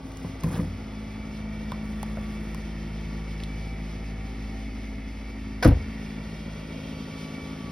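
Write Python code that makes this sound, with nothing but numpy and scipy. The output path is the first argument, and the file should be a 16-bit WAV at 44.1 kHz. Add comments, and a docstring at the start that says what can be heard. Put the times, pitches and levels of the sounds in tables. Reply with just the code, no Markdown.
"""A cold four-cylinder car engine runs at fast idle on a driveway, heard from a hand-held microphone.
Exhaust tones, a pulley hum, an alternator whine and coloured noises share one slightly wandering crank.
Someone climbs out of the driver's seat, bumping and tapping the trim, steps onto dry grass and walks to the rear:
impulses strike ringing modes and bursts of noise, and cloth rubs. The door swings shut: the latch rattles
home through small metal modes, then the panel and cabin boom through large ones."""
import sys
import numpy as np
from scipy import signal
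from scipy.fft import rfft, irfft, next_fast_len
from scipy.io import wavfile
from scipy.ndimage import map_coordinates

SR = 44100
rng = np.random.default_rng(int(sys.argv[2]) if len(sys.argv) > 2 else 0)


def inscribe(sig):
    """Save sig as 16-bit PCM at rate SR to the path in sys.argv[1].

    A 1-D sig is mono; a 2-D sig holds one channel per row.
    Samples are clipped to [-1, 1] before scaling.
    """
    pcm = np.round(np.clip(np.atleast_2d(sig).T, -1, 1) * 32767)
    wavfile.write(sys.argv[1], SR, pcm.astype(np.int16))


N = 340011
TIME = np.arange(N) / SR

# Pitches: mean firing rate, pulley, drone beside the car, alternator
FIRING_HZ, PULLEY_HZ, DRONE_HZ, WHINE_HZ = 53.35, 111.0, 341.0, 1146.2
# The four cylinders differ in strength and timing, and no two cold strokes burn alike
UNEVEN_DB, LOPE_RAD, STROKE_SCATTER_DB = 0.5, 0.065, 0.5
# Levels before any swell or exposure change
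DRONE_DB, OFFBEAT_DB, WHINE_DB = -57.5, -54.5, -56.5
RUMBLE_DB, SILENCER_DB, FAN_DB, CLATTER_DB, TAILPIPE_DB = -43.5, -44, -49.5, -50, -53.5
# Share of the exposure's swing in dB that each bay sound follows
FAN_FOLLOWS, CLATTER_FOLLOWS, WHINE_FOLLOWS = 0.42, 1.1, 0.5
FAN_FADE_DB_PER_S = 1  # the fan falls behind on the walk
# The rear corner is rounded: time, ease of the turn, and how the bay's noises change there
CORNER_S, CORNER_TURN_S, REAR_FAN_DB, REAR_CLATTER_DB = 6.3, 0.42, 6.5, -3.5
TAILPIPE_OPEN_S, TAILPIPE_TURN_S = 6.28, 0.12  # the bumper stops shading the rush
RUB_ATTACK_S, RUB_RELEASE_DB_PER_S = 0.012, 149
HARD_CONTACT_HZ = 900  # contacts softer than this stir the small modes less

# Exhaust tones: (multiple of the firing rate, level [dB])
EXHAUST_TONES = [(1, -44), (2, -47), (3, -40), (4, -41.5), (5, -42), (6, -68), (7, -61.5), (8, -63.5),
                 (9, -63.5), (11, -74.5)]
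# Walk spots where reflections swell or cancel an exhaust tone:
# (multiple, time [s], change [dB], half-width [s])
EXHAUST_SPOTS = [(1, 3.8, 11, 1.95), (1, 7.27, -13, 0.36), (2, 2.2, -9, 0.28), (2, 8.3, -19, 1.4),
                 (3, 0.66, -8, 0.82), (3, 3.1, 1, 0.25), (3, 5.05, -24, 0.43), (4, 0.1, -20, 0.23),
                 (4, 1.97, 7.5, 0.61), (4, 6.04, 4, 0.32), (4, 7.3, 1, 0.36), (5, 2.67, -12, 1.18),
                 (5, 6.42, -8.5, 0.14), (5, 7.63, 1.5, 0.41), (6, 7, 10, .4), (7, 4.1, 7, 0.78),
                 (8, 7.8, 4, 0.4), (9, 7.9, 1, 0.28)]
# Swells of the tone between exhaust multiples: (time [s], change [dB], half-width [s])
OFFBEAT_SWELLS = [(2.1, 8, 0.51), (6.8, 9.5, 0.45)]
# Belt-driven pulley hum, each tone loudest at one spot of the walk:
# (multiple of the pulley rate, level [dB], time of the spot [s], swell there [dB])
PULLEY_TONES = [(4, -65, 7.3, 8), (5, -65, 7, 2), (6, -63.5, 4.2, 6.5), (7, -64, 3.85, 9), (8, -68, 1.3, 9),
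                (11, -71, 1.7, 6), (20, -67, 4.4, 4)]
# Alternator whine: (multiple of the whine pitch, level within the whine [dB])
WHINE_TONES = [(1, -4), (2, -1), (3, -11), (4, -13.5)]
# Swells and dips of the whine's partials: (multiple, time [s], change [dB], half-width [s])
WHINE_SWELLS = [(1, 2.3, 4, .2), (1, 2.7, -12, .12), (1, 3.7, -6, .2), (1, 5.05, -12, .25),
                (1, 6.75, -9, .13), (1, 7.6, 6, .25), (2, 0.2, -8, .35), (2, 1.35, 4.5, .12),
                (2, 1.9, -5, .12), (2, 2.35, 3, .15), (2, 2.85, -4, .15), (2, 3.58, 5.5, .2),
                (2, 4.1, -4, .06), (2, 4.3, 2, .1), (2, 4.9, -8, .3), (2, 7.35, 4, .22), (3, 4.7, -5, .7),
                (3, 6.5, 2.5, .2), (3, 7.25, 4.5, .22), (4, 7.1, 6, .2)]
# Low exhaust rumble, colour: (frequency [Hz], relative density [dB])
RUMBLE_COLOUR = [(20, -29), (32, -22), (45, -10), (65, 1.5), (105, 1.5), (135, -3.5), (175, -8),
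                 (300, -36.5), (1000, -74.5)]
# Silencer gas noise, colour: (frequency [Hz], relative density [dB])
SILENCER_COLOUR = [(120, -10.5), (178, -5), (235, 2.5), (280, -2), (320, -7.5), (450, -25.5), (900, -81)]
# Fan noise, colour: (frequency [Hz], relative density [dB])
FAN_COLOUR = [(180, -60.5), (360, 3), (470, -2.5), (620, 2), (760, -5), (1000, -5.5), (1170, -6.5),
              (1500, -6.5), (2000, -43), (4000, -81)]
# Valve clatter, colour: (frequency [Hz], relative density [dB])
CLATTER_COLOUR = [(1000, -42), (1680, -10.5), (1900, -1), (2250, -2.5), (2450, -7), (2800, -11),
                  (4000, -103)]
# Treble hiss of the belt, colour: (frequency [Hz], relative density [dB])
HISS_COLOUR = [(1500, -14), (2700, 2), (3400, 2), (4000, -2), (5200, 0.5), (5800, -0.5), (6400, -6.5),
               (8200, -10), (10500, -13.5), (14000, -17), (15200, -27.5), (18000, -45)]
# Tailpipe rush, colour: (frequency [Hz], relative density [dB])
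TAILPIPE_COLOUR = [(300, -41), (520, 10.5), (720, 3), (950, -34), (1700, -13), (2550, 1), (2900, -6.5),
                   (3250, 0.5), (3650, -9), (4000, -11), (6000, -34), (12000, -34)]
# Rubbing cloth, colour: (frequency [Hz], relative density [dB])
CLOTH_COLOUR = [(150, -29), (450, 7), (1100, -11.5), (1800, -2), (3000, -29), (5500, -11.5), (10500, -12.5),
                (15500, -21), (18000, -30)]
# How diffuse the steady noises are: (frequency [Hz], side minus mid [dB])
NOISE_WIDTH = [(100, -79), (250, -23), (500, -6.5), (1100, -5), (1900, -18), (3000, -6.5), (4500, -6.5),
               (7000, -85), (14000, -44.5)]
# How openly the engine bay is heard, past the open door and along the car;
# only the swing about the mean counts: (time [s], level [dB])
BAY_EXPOSURE = [(0.95, -53.5), (2.34, -50.5), (2.53, -50.5), (3.7, -51.5), (4.64, -51), (5.58, -51.5),
                (5.98, -47.5), (6.45, -50), (6.97, -50.5), (7.71, -49)]
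# Hiss along the walk: (time [s], level [dB])
HISS_WALK = [(0, -56.5), (0.3, -54), (1.1, -54.5), (2.3, -53), (3.25, -51.5), (3.9, -52.5), (5.4, -54),
             (6.35, -52), (6.8, -51.5), (7.15, -49.5), (7.7, -51.5)]
# The door meets its seal, beds in and rocks on its latch:
# (time [s], impulse level [dB], contact softness as low-pass [Hz])
SLAM_CONTACTS = [(5.6496, -16.5, 750), (5.6556, -6, 600), (5.6586, -11.5, 930), (5.68, -9, 247),
                 (5.7078, -7, 104), (5.713, -9.5, 69.5), (5.716, -26, 550)]
# Door panel and cabin resonances: (frequency [Hz], level [dB], t60 [s])
PANEL_MODES = [(52.5, 2.3, 0.11), (61.7, -4.5, 0.38), (80.3, -8.5, 0.47), (108, 7, 0.06),
               (131, -18.5, 0.33), (205, -31, 0.54), (247, -1, 0.073), (271, -3, 0.14), (311, 2.1, 0.047),
               (440, -21, 0.17), (506, 2.5, 0.063), (560, -24, 0.17), (628, -21, 0.18), (715, -20, 0.21),
               (1016, -26, 0.12), (1110, -24, 0.18), (1400, -22, 0.095), (1440, -20, 0.093)]
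# Latch pawl and lock rods: (time [s], impulse level [dB], impulse level of the bright metal ping [dB])
LATCH_CLICKS = [(5.6256, -12, -17), (5.6285, -10.5, -13), (5.6325, -18, -18), (5.637, -22, -30),
                (5.6445, -15, -8), (5.6487, -12.5, -11), (5.656, -20, -22), (5.664, -22, -26),
                (5.6755, -24, -8), (5.686, -24.5, -19), (5.706, -35, -25)]
# Latch resonances: (frequency [Hz], level [dB], t60 [s])
METAL_MODES = [(503, -10.5, 0.11), (743, -13, 0.056), (1050, -16.5, 0.029), (1470, -12.5, 0.041),
               (1560, -11.5, 0.056), (1900, -21, 0.045), (2300, -21, .04), (3420, -26, 0.036),
               (4650, -29, 0.03), (5230, -26, 0.033), (5500, -32, .035)]
# Feet and knees bump the sill and trim:
# (time [s], impulse level [dB], contact softness as low-pass [Hz])
BODY_BUMPS = [(0.2462, -18, 1300), (0.251, -31, 400), (0.435, -24, 3000), (0.442, -8.5, 251),
              (0.4613, -12, 292), (0.4782, -19, 788), (0.5053, -18, 747), (0.542, -20.5, 700),
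              (0.576, -18.5, 800), (0.593, -10.5, 362), (0.603, -16.5, 700), (0.6287, -13.5, 114),
              (0.648, -20, 106), (0.67, -12, 70), (1.724, -24, 250)]
# Floor pan resonances: (frequency [Hz], level [dB], t60 [s])
FLOOR_PAN_MODES = [(53.6, -28, 0.45), (93, -18, 0.62), (98, -8.5, 0.036), (170.3, -4, 0.11),
                   (197, -33, 0.55), (220, -9.5, 0.04), (289.4, -17, 0.23), (344, -23.5, 0.22),
                   (508, -17, 0.09), (613, -22, 0.072), (1020, -17, 0.026), (1230, -26, 0.057)]
# Taps on plastic trim and crackles underfoot: (time [s], ring level [dB], ring centre [Hz], ring t60 [s],
# upper mode level [dB], upper mode [Hz], crack impulse level [dB])
TRIM_TAPS = [(0.171, -38, 7100, .01, -62, 10500, -42), (0.4355, -28, 1100, 0.037, -43, 2600, -29.5),
             (0.442, -35, 2480, 0.013, -48, 2900, -48), (0.472, -35, 1020, 0.03, -44, 2500, -43),
             (0.487, -36, 1190, 0.018, -35, 1900, -43), (0.5181, -34, 1200, .025, -43, 2300, -50),
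             (0.547, -31, 754, .025, -45, 1300, -49), (0.556, -32, 1020, .025, -37, 2650, -52),
             (0.572, -34, 1250, .016, -37, 2000, -52), (0.5877, -29, 1000, 0.022, -38, 1600, -49),
             (0.599, -38, 1230, 0.026, -32, 2050, -51), (0.6443, -37, 800, 0.029, -47, 1900, -53),
             (1.7192, -21, 1030, 0.021, -30.5, 3560, -39), (1.738, -37, 1100, 0.05, -50, 1300, -60),
             (2.0295, -21, 856, 0.014, -34, 1600, -27.5), (2.172, -25, 667, 0.022, -30, 1440, -57),
             (2.180, -33, 560, 0.05, -40, 1350, -59), (2.5465, -30, 1040, 0.015, -35, 2400, -32),
             (3.402, -35, 2860, 0.012, -38, 4000, -49), (3.436, -25, 3630, 0.0046, -40, 5240, -40),
             (3.44, -40, 8700, .008, -36, 4000, -55)]
# Shoes scrape over the sill: (start [s], length [s], level [dB], centre [Hz])
SHOE_SCRAPES = [(0.39, 0.032, -51, 8000), (0.525, 0.045, -54, 2400), (0.52, 0.052, -49, 4500),
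                (0.5, 0.095, -44, 1300), (0.53, 0.08, -35, 350)]
# Clothes slide over the seat and along the door: (start [s], length [s], level [dB])
CLOTH_RUBS = [(0.03, 0.27, -56.5), (0.429, 0.16, -44.5), (1.822, 0.79, -57)]
# Stereo phase by frequency: (frequency [Hz], left leads by [rad])
STEREO_PHASE = [(50, .02), (200, -.08), (700, -.4), (1200, -.4), (2700, .5), (4400, .55), (5200, .15),
                (6800, 3), (8100, 3.25), (9700, 6.2), (11500, 6.6), (12700, 9.3), (14500, 9.5),
                (15500, 12.4)]
# Stereo balance by frequency: (frequency [Hz], left minus right [dB])
STEREO_BALANCE = [(50, .1), (125, .2), (200, .7), (330, 2), (700, -.3), (1300, 0), (2400, -1), (8000, 0)]


def from_db(db):
    """Decibels to gain."""
    return np.exp(np.asarray(db) * (np.log(10) / 20))


def rms_one(x):
    """Scale to rms 1."""
    return x / np.sqrt(np.mean(x ** 2) + 1e-20)


def at_hz(points, hz):
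    """Read a table on a log-frequency axis."""
    f, value = np.transpose(points)
    return np.interp(np.log(hz + 1), np.log(f), value)


def at_time(points):
    """Draw a table as straight lines over the whole scene."""
    return np.interp(TIME, *np.transpose(points))


def drift(rate):
    """Slow chance with spread 1: smoothed noise, computed every 100 samples; rate in Hz."""
    r = np.exp(-200 * np.pi * rate / SR)
    raw = rng.standard_normal(N // 100 + 2002)
    slow = signal.lfilter([1], [1, -2 * r, r * r], raw)[2000:]
    return np.interp(np.arange(N) / 100, np.arange(len(slow)), rms_one(slow))


def band(x, hz, kind, order=2):
    """Causal low-, high- or band-pass."""
    sos = signal.butter(order, np.clip(hz, 10, .45 * SR), kind, fs=SR, output="sos")
    return signal.sosfilt(sos, x + 1e-18)


def swell(s, db, width_s):
    """A smooth rise or dip in dB as the microphone passes a spot."""
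    return db * np.exp(-.5 * ((TIME - s) / width_s) ** 2)


def swells_of(multiple, spots):
    """Sum the swells in dB that belong to one partial."""
    return sum(swell(*spot) for m, *spot in spots if m == multiple)


def add(out, s, sound):
    """Mix a short sound in at a given time."""
    start = int(s * SR)
    out[:, start:start + sound.shape[-1]] += sound[..., :N - start]


def noise(colour, repeating=0.):
    """Coloured stereo noise, rms 1; a share of its mid power repeats every mean engine cycle."""
    size = next_fast_len(N)
    hz = np.arange(size // 2 + 1) * SR / size
    cycle = np.resize(rng.standard_normal(round(4 * SR / FIRING_HZ)), size)
    share = np.clip(repeating, 0, .9)
    mid, side = rng.standard_normal((2, size))
    mid = np.sqrt(1 - share) * mid + np.sqrt(share) * cycle
    pair = rfft(mid) + from_db(at_hz(NOISE_WIDTH, hz)) * rfft(side) * [[1], [-1]]
    return rms_one(irfft(pair * from_db(at_hz(colour, hz)), size)[:, :N])


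def click(s, db):
    """One impulse."""
    out = np.zeros(N)
    out[int(np.clip(s * SR, 0, N - 1))] = from_db(db)
    return out


def ring(force, hz, t60):
    """A unit click starts a decaying sine of initial height 1."""
    r, w = from_db(-60 / (t60 * SR)), 2 * np.pi * hz / SR
    return signal.lfilter([0, np.sin(w)], [1, -2 * r * np.cos(w), r * r], force + 1e-18)


def body(force, modes):
    """Parallel modes with alternating signs."""
    return sum((-1) ** k * from_db(db) * ring(force, hz, t60) for k, (hz, db, t60) in enumerate(modes))


def rattle(force, low_hz, high_hz, t60, width):
    """Countless small modes: a band of stereo noise that dies away after each blow."""
    envelope = signal.lfilter([1], [1, -from_db(-60 / (t60 * SR))], force + 1e-18)
    mid, side = rms_one(band(rng.standard_normal((2, len(force))), [low_hz, high_hz], "band"))
    return envelope * (mid + width * side * np.array([[1], [-1]]))


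def hard_part(contacts):
    """The share of each contact that is sharp enough to set small parts rattling."""
    return sum(click(s, db) * min(hz / HARD_CONTACT_HZ, 1) for s, db, hz in contacts)


def scrapes(slips_per_s=900, slip_t60=0.0091):
    """A sole drags over the trim: a quick run of tiny slips that swells and stops."""
    out = np.zeros((2, N))
    for s, length, db, hz in SHOE_SCRAPES:
        stroke = np.hanning(int(length * SR))
        slips = (rng.random(len(stroke)) < slips_per_s / SR) * rng.uniform(.3, 1, len(stroke))
        grain = rattle(slips, low_hz=hz * 0.52, high_hz=hz * 1.13, t60=slip_t60, width=0.074)
        add(out, s, from_db(db) * stroke * rms_one(grain))
    return out


def taps(upper_t60=0.0081, split=0.051, twin_db=-4.5):
    """Each tap is a short crack, two close modes that beat and round off the knock, and a brief upper mode."""
    out, hit = np.zeros((2, N)), signal.unit_impulse(SR // 10)
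    for s, db, hz, t60, upper_db, upper_hz, _ in TRIM_TAPS:
        panel = rattle(hit, low_hz=hz * .5, high_hz=hz * 1.25, t60=2.6 * t60, width=0.21)
        pair = ring(hit, hz * (1 - split), t60) - from_db(twin_db) * ring(hit, hz * (1 + split), t60)
        upper = from_db(upper_db) * ring(hit, upper_hz, upper_t60)
        add(out, s, from_db(db) * (pair + from_db(-11.5) * panel) - upper)
    cracks = sum(click(s, crack_db) for s, *_, crack_db in TRIM_TAPS)
    clack = from_db(-12.0) * rattle(cracks, low_hz=550, high_hz=2400, t60=0.037, width=0.3)
    snap = from_db(-17.0) * rattle(cracks, low_hz=2440, high_hz=4900, t60=0.028, width=1.0)
    crisp = from_db(-3.0) * rattle(cracks, low_hz=4930, high_hz=14000, t60=0.011, width=0.12)
    return out + clack + snap + crisp


def rub(start, length, db):
    """A slide builds up, holds and dies away."""
    attack = np.clip((TIME - start) / RUB_ATTACK_S, 0, 1)
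    return attack * from_db(db - RUB_RELEASE_DB_PER_S * np.maximum(TIME - start - length, 0))


def rubbing_cloth(snags_per_s=170):
    """Cloth slides as flickering noise, and its random snags crackle."""
    slide = sum(rub(*row) for row in CLOTH_RUBS)
    cloth = from_db(-1.5) * slide * noise(CLOTH_COLOUR) * from_db(3.3 * drift(70))
    snags = slide * (rng.random(N) < snags_per_s / SR) * rng.exponential(0.79, N).clip(0, 3.5)
    crackle = from_db(-4.0) * rattle(snags, low_hz=447, high_hz=2490, t60=0.018, width=0.091)
    bright = from_db(-18.0) * rattle(snags, low_hz=2000, high_hz=8000, t60=0.0033, width=0.1)
    return cloth + crackle + bright


def climbing_out():
    """Dull bumps ring the floor pan and set the trim chattering, with cloth rubbing alongside."""
    force = sum(band(click(s, db), hz, "low", order=1) for s, db, hz in BODY_BUMPS)
    trim = from_db(-29) * rattle(hard_part(BODY_BUMPS), low_hz=300, high_hz=1510, t60=0.04, width=0.23)
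    return body(force, FLOOR_PAN_MODES) + trim + rubbing_cloth()


def latch():
    """The pawl rides over its striker: clicks stir metal modes, a rattle and a bright ping."""
    pawl = sum(click(s, db) for s, db, _ in LATCH_CLICKS)
    ping = sum(click(s, db) for s, _, db in LATCH_CLICKS)
    low = from_db(-12.5) * rattle(pawl, low_hz=700, high_hz=2220, t60=0.03, width=.4)
    high = from_db(-23.5) * rattle(pawl, low_hz=3900, high_hz=6000, t60=0.059, width=0.11)
    bright = from_db(-28.0) * rattle(ping, low_hz=9500, high_hz=12900, t60=0.042, width=0.21)
    return body(pawl, METAL_MODES) + low + high + bright


def door():
    """The latch rattles, then the door hits the seal: soft blows boom the body and shake its shell."""
    force = sum(band(click(s, db), hz, "low") for s, db, hz in SLAM_CONTACTS)
    jolt = hard_part(SLAM_CONTACTS)
    shell = from_db(-16.0) * rattle(jolt, low_hz=220, high_hz=704, t60=0.12, width=0.73)
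    shell = shell + from_db(-32.0) * rattle(jolt, low_hz=800, high_hz=2520, t60=0.27, width=0.21)
    outdoor_tail = from_db(-36.5) * rattle(force, low_hz=54.7, high_hz=348, t60=0.69, width=0.091)
    return body(force, PANEL_MODES) + latch() + shell + outdoor_tail


def off_the_ground(x, lag_s=0.002366, strength=0.3):
    """A bounce off the ground colours the sound; the extra path drifts slowly."""
    late = np.arange(N) - lag_s * SR * (1 + 0.05 * drift(0.36))
    bounce = np.array([map_coordinates(channel, [late], order=3) for channel in x])
    return (x + strength * bounce) / np.hypot(1, strength)


def rough_tone(cycles, waver_db=2.5, rough=0.35):
    """A machine tone that wavers slowly and trembles faster in level and phase."""
    phase = 2 * np.pi * (cycles + rng.random()) + rough * drift(15)
    return from_db(waver_db * drift(0.58)) * (1 + rough * drift(8.5)) * np.cos(phase)


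def machine_hum(clock, exposure):
    """Drone, pulley tones and alternator whine turn in step with the crank."""
    tones = from_db(DRONE_DB + swell(3.0, 6.5, width_s=0.65)) * rough_tone(DRONE_HZ * clock)
    for multiple, db, spot_s, swell_db in PULLEY_TONES:
        gain = from_db(db + swell(spot_s, swell_db, width_s=0.65))
        tones = tones + gain * rough_tone(multiple * PULLEY_HZ * clock)
    whine_db = WHINE_DB + WHINE_FOLLOWS * exposure
    for multiple, db in WHINE_TONES:
        gain = from_db(db + whine_db + swells_of(multiple, WHINE_SWELLS))
        tones = tones + gain * rough_tone(multiple * WHINE_HZ * clock, waver_db=1.8, rough=0.33)
    return tones


def exhaust(firing, flutter_db=0.39):
    """Firing harmonics lope over each engine cycle; the open pipe inverts those above the first."""
    uneven = from_db(UNEVEN_DB * np.cos(firing / 4) + STROKE_SCATTER_DB * drift(25))
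    loping = firing - LOPE_RAD * np.sin(firing / 4)
    tones = 0
    for multiple, db in EXHAUST_TONES:
        flutter = flutter_db * (drift(4.7) + drift(22))
        gain = from_db(db + swells_of(multiple, EXHAUST_SPOTS) + flutter)
        tones = tones + (1 if multiple == 1 else -uneven) * gain * np.cos(multiple * loping)
    # the uneven cylinders also sound one engine-cycle rate below the fourth multiple
    offbeat_db = OFFBEAT_DB + sum(swell(*spot) for spot in OFFBEAT_SWELLS)
    return tones + from_db(offbeat_db) * np.cos(4 * firing - firing / 4)


def gas_noise(firing, throb=0.54):
    """Steady low rumble, strongest over the door sill, and silencer noise that puffs with each firing."""
    rumble = from_db(RUMBLE_DB + swell(2.1, 3, width_s=0.33)) * noise(RUMBLE_COLOUR)
    puffs = rms_one(1 + throb * np.cos(firing))
    return rumble + from_db(SILENCER_DB) * noise(SILENCER_COLOUR, repeating=0.12) * puffs


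def bay_noise(firing, exposure, tick_depth=0.12):
    """Fan noise, valves ticking unevenly three times a crank turn, and a flickering belt hiss."""
    rear = .5 + .5 * np.tanh((TIME - CORNER_S) / (2 * CORNER_TURN_S))
    fan_db = FAN_DB + FAN_FOLLOWS * exposure - FAN_FADE_DB_PER_S * (TIME - TIME.mean())
    # the fan swells once clear of the door
    fan_db = fan_db + REAR_FAN_DB * rear + swell(3.9, 1.3, width_s=0.44)
    fan = from_db(fan_db + 1.0 * drift(34)) * noise(FAN_COLOUR, repeating=0.39)
    ticks = rms_one(np.exp(tick_depth * .5 * (np.cos(1.5 * firing) + drift(70))))
    clatter_gain = from_db(CLATTER_DB + CLATTER_FOLLOWS * exposure + REAR_CLATTER_DB * rear)
    clatter = clatter_gain * noise(CLATTER_COLOUR, repeating=0.18) * ticks
    belt = from_db(at_time(HISS_WALK) + 1.1 * drift(8.0)) * noise(HISS_COLOUR, repeating=0.25)
    return fan + clatter + belt


def tailpipe():
    """Rushing gas emerges past the bumper and swells as its jet points at the microphone."""
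    unshaded = .5 + .5 * np.tanh((TIME - TAILPIPE_OPEN_S) / TAILPIPE_TURN_S)
    return from_db(TAILPIPE_DB + swell(6.83, 6.1, width_s=0.16)) * unshaded * noise(TAILPIPE_COLOUR)


def engine(wander=0.00078):
    """One slightly wandering crank drives the tones, puffs and ticks."""
    clock = np.cumsum(1 + wander * drift(1.54)) / SR
    firing = 2 * np.pi * FIRING_HZ * clock
    exposure = at_time(BAY_EXPOSURE)
    # at first the cabin shields the microphone from the bay
    exposure = exposure - exposure.mean() + swell(0, -6, width_s=0.11)
    tones = np.sqrt(2) * (exhaust(firing) + machine_hum(clock, exposure))  # cosine levels become rms
    return tones + gas_noise(firing) + off_the_ground(bay_noise(firing, exposure) + tailpipe())


def scene():
    """The engine runs throughout; everything else is within arm's reach, the door slightly left."""
    return scrapes() + taps() + climbing_out() + door() * from_db([[.25], [-.25]]) + engine()


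def record(dry):
    """Left and right differ in phase and level; the deepest bass is lost, peaks are rounded and the top is cut."""
    size = next_fast_len(N + SR // 10)
    hz = np.arange(size // 2 + 1) * SR / size
    half = np.array([[.5], [-.5]])  # each channel takes half the difference
    stereo = from_db(half * at_hz(STEREO_BALANCE, hz)) * np.exp(1j * half * at_hz(STEREO_PHASE, hz))
    out = irfft(rfft(band(dry, 14.0, "high"), size) * stereo, size)[:, :N]
    out = .85 * out / (1 + np.abs(out / .85) ** 6) ** (1 / 6)
    return signal.sosfilt(signal.ellip(10, .2, 80, 15900, fs=SR, output="sos"), out)


dry = scene()
out = record(dry)
inscribe(out)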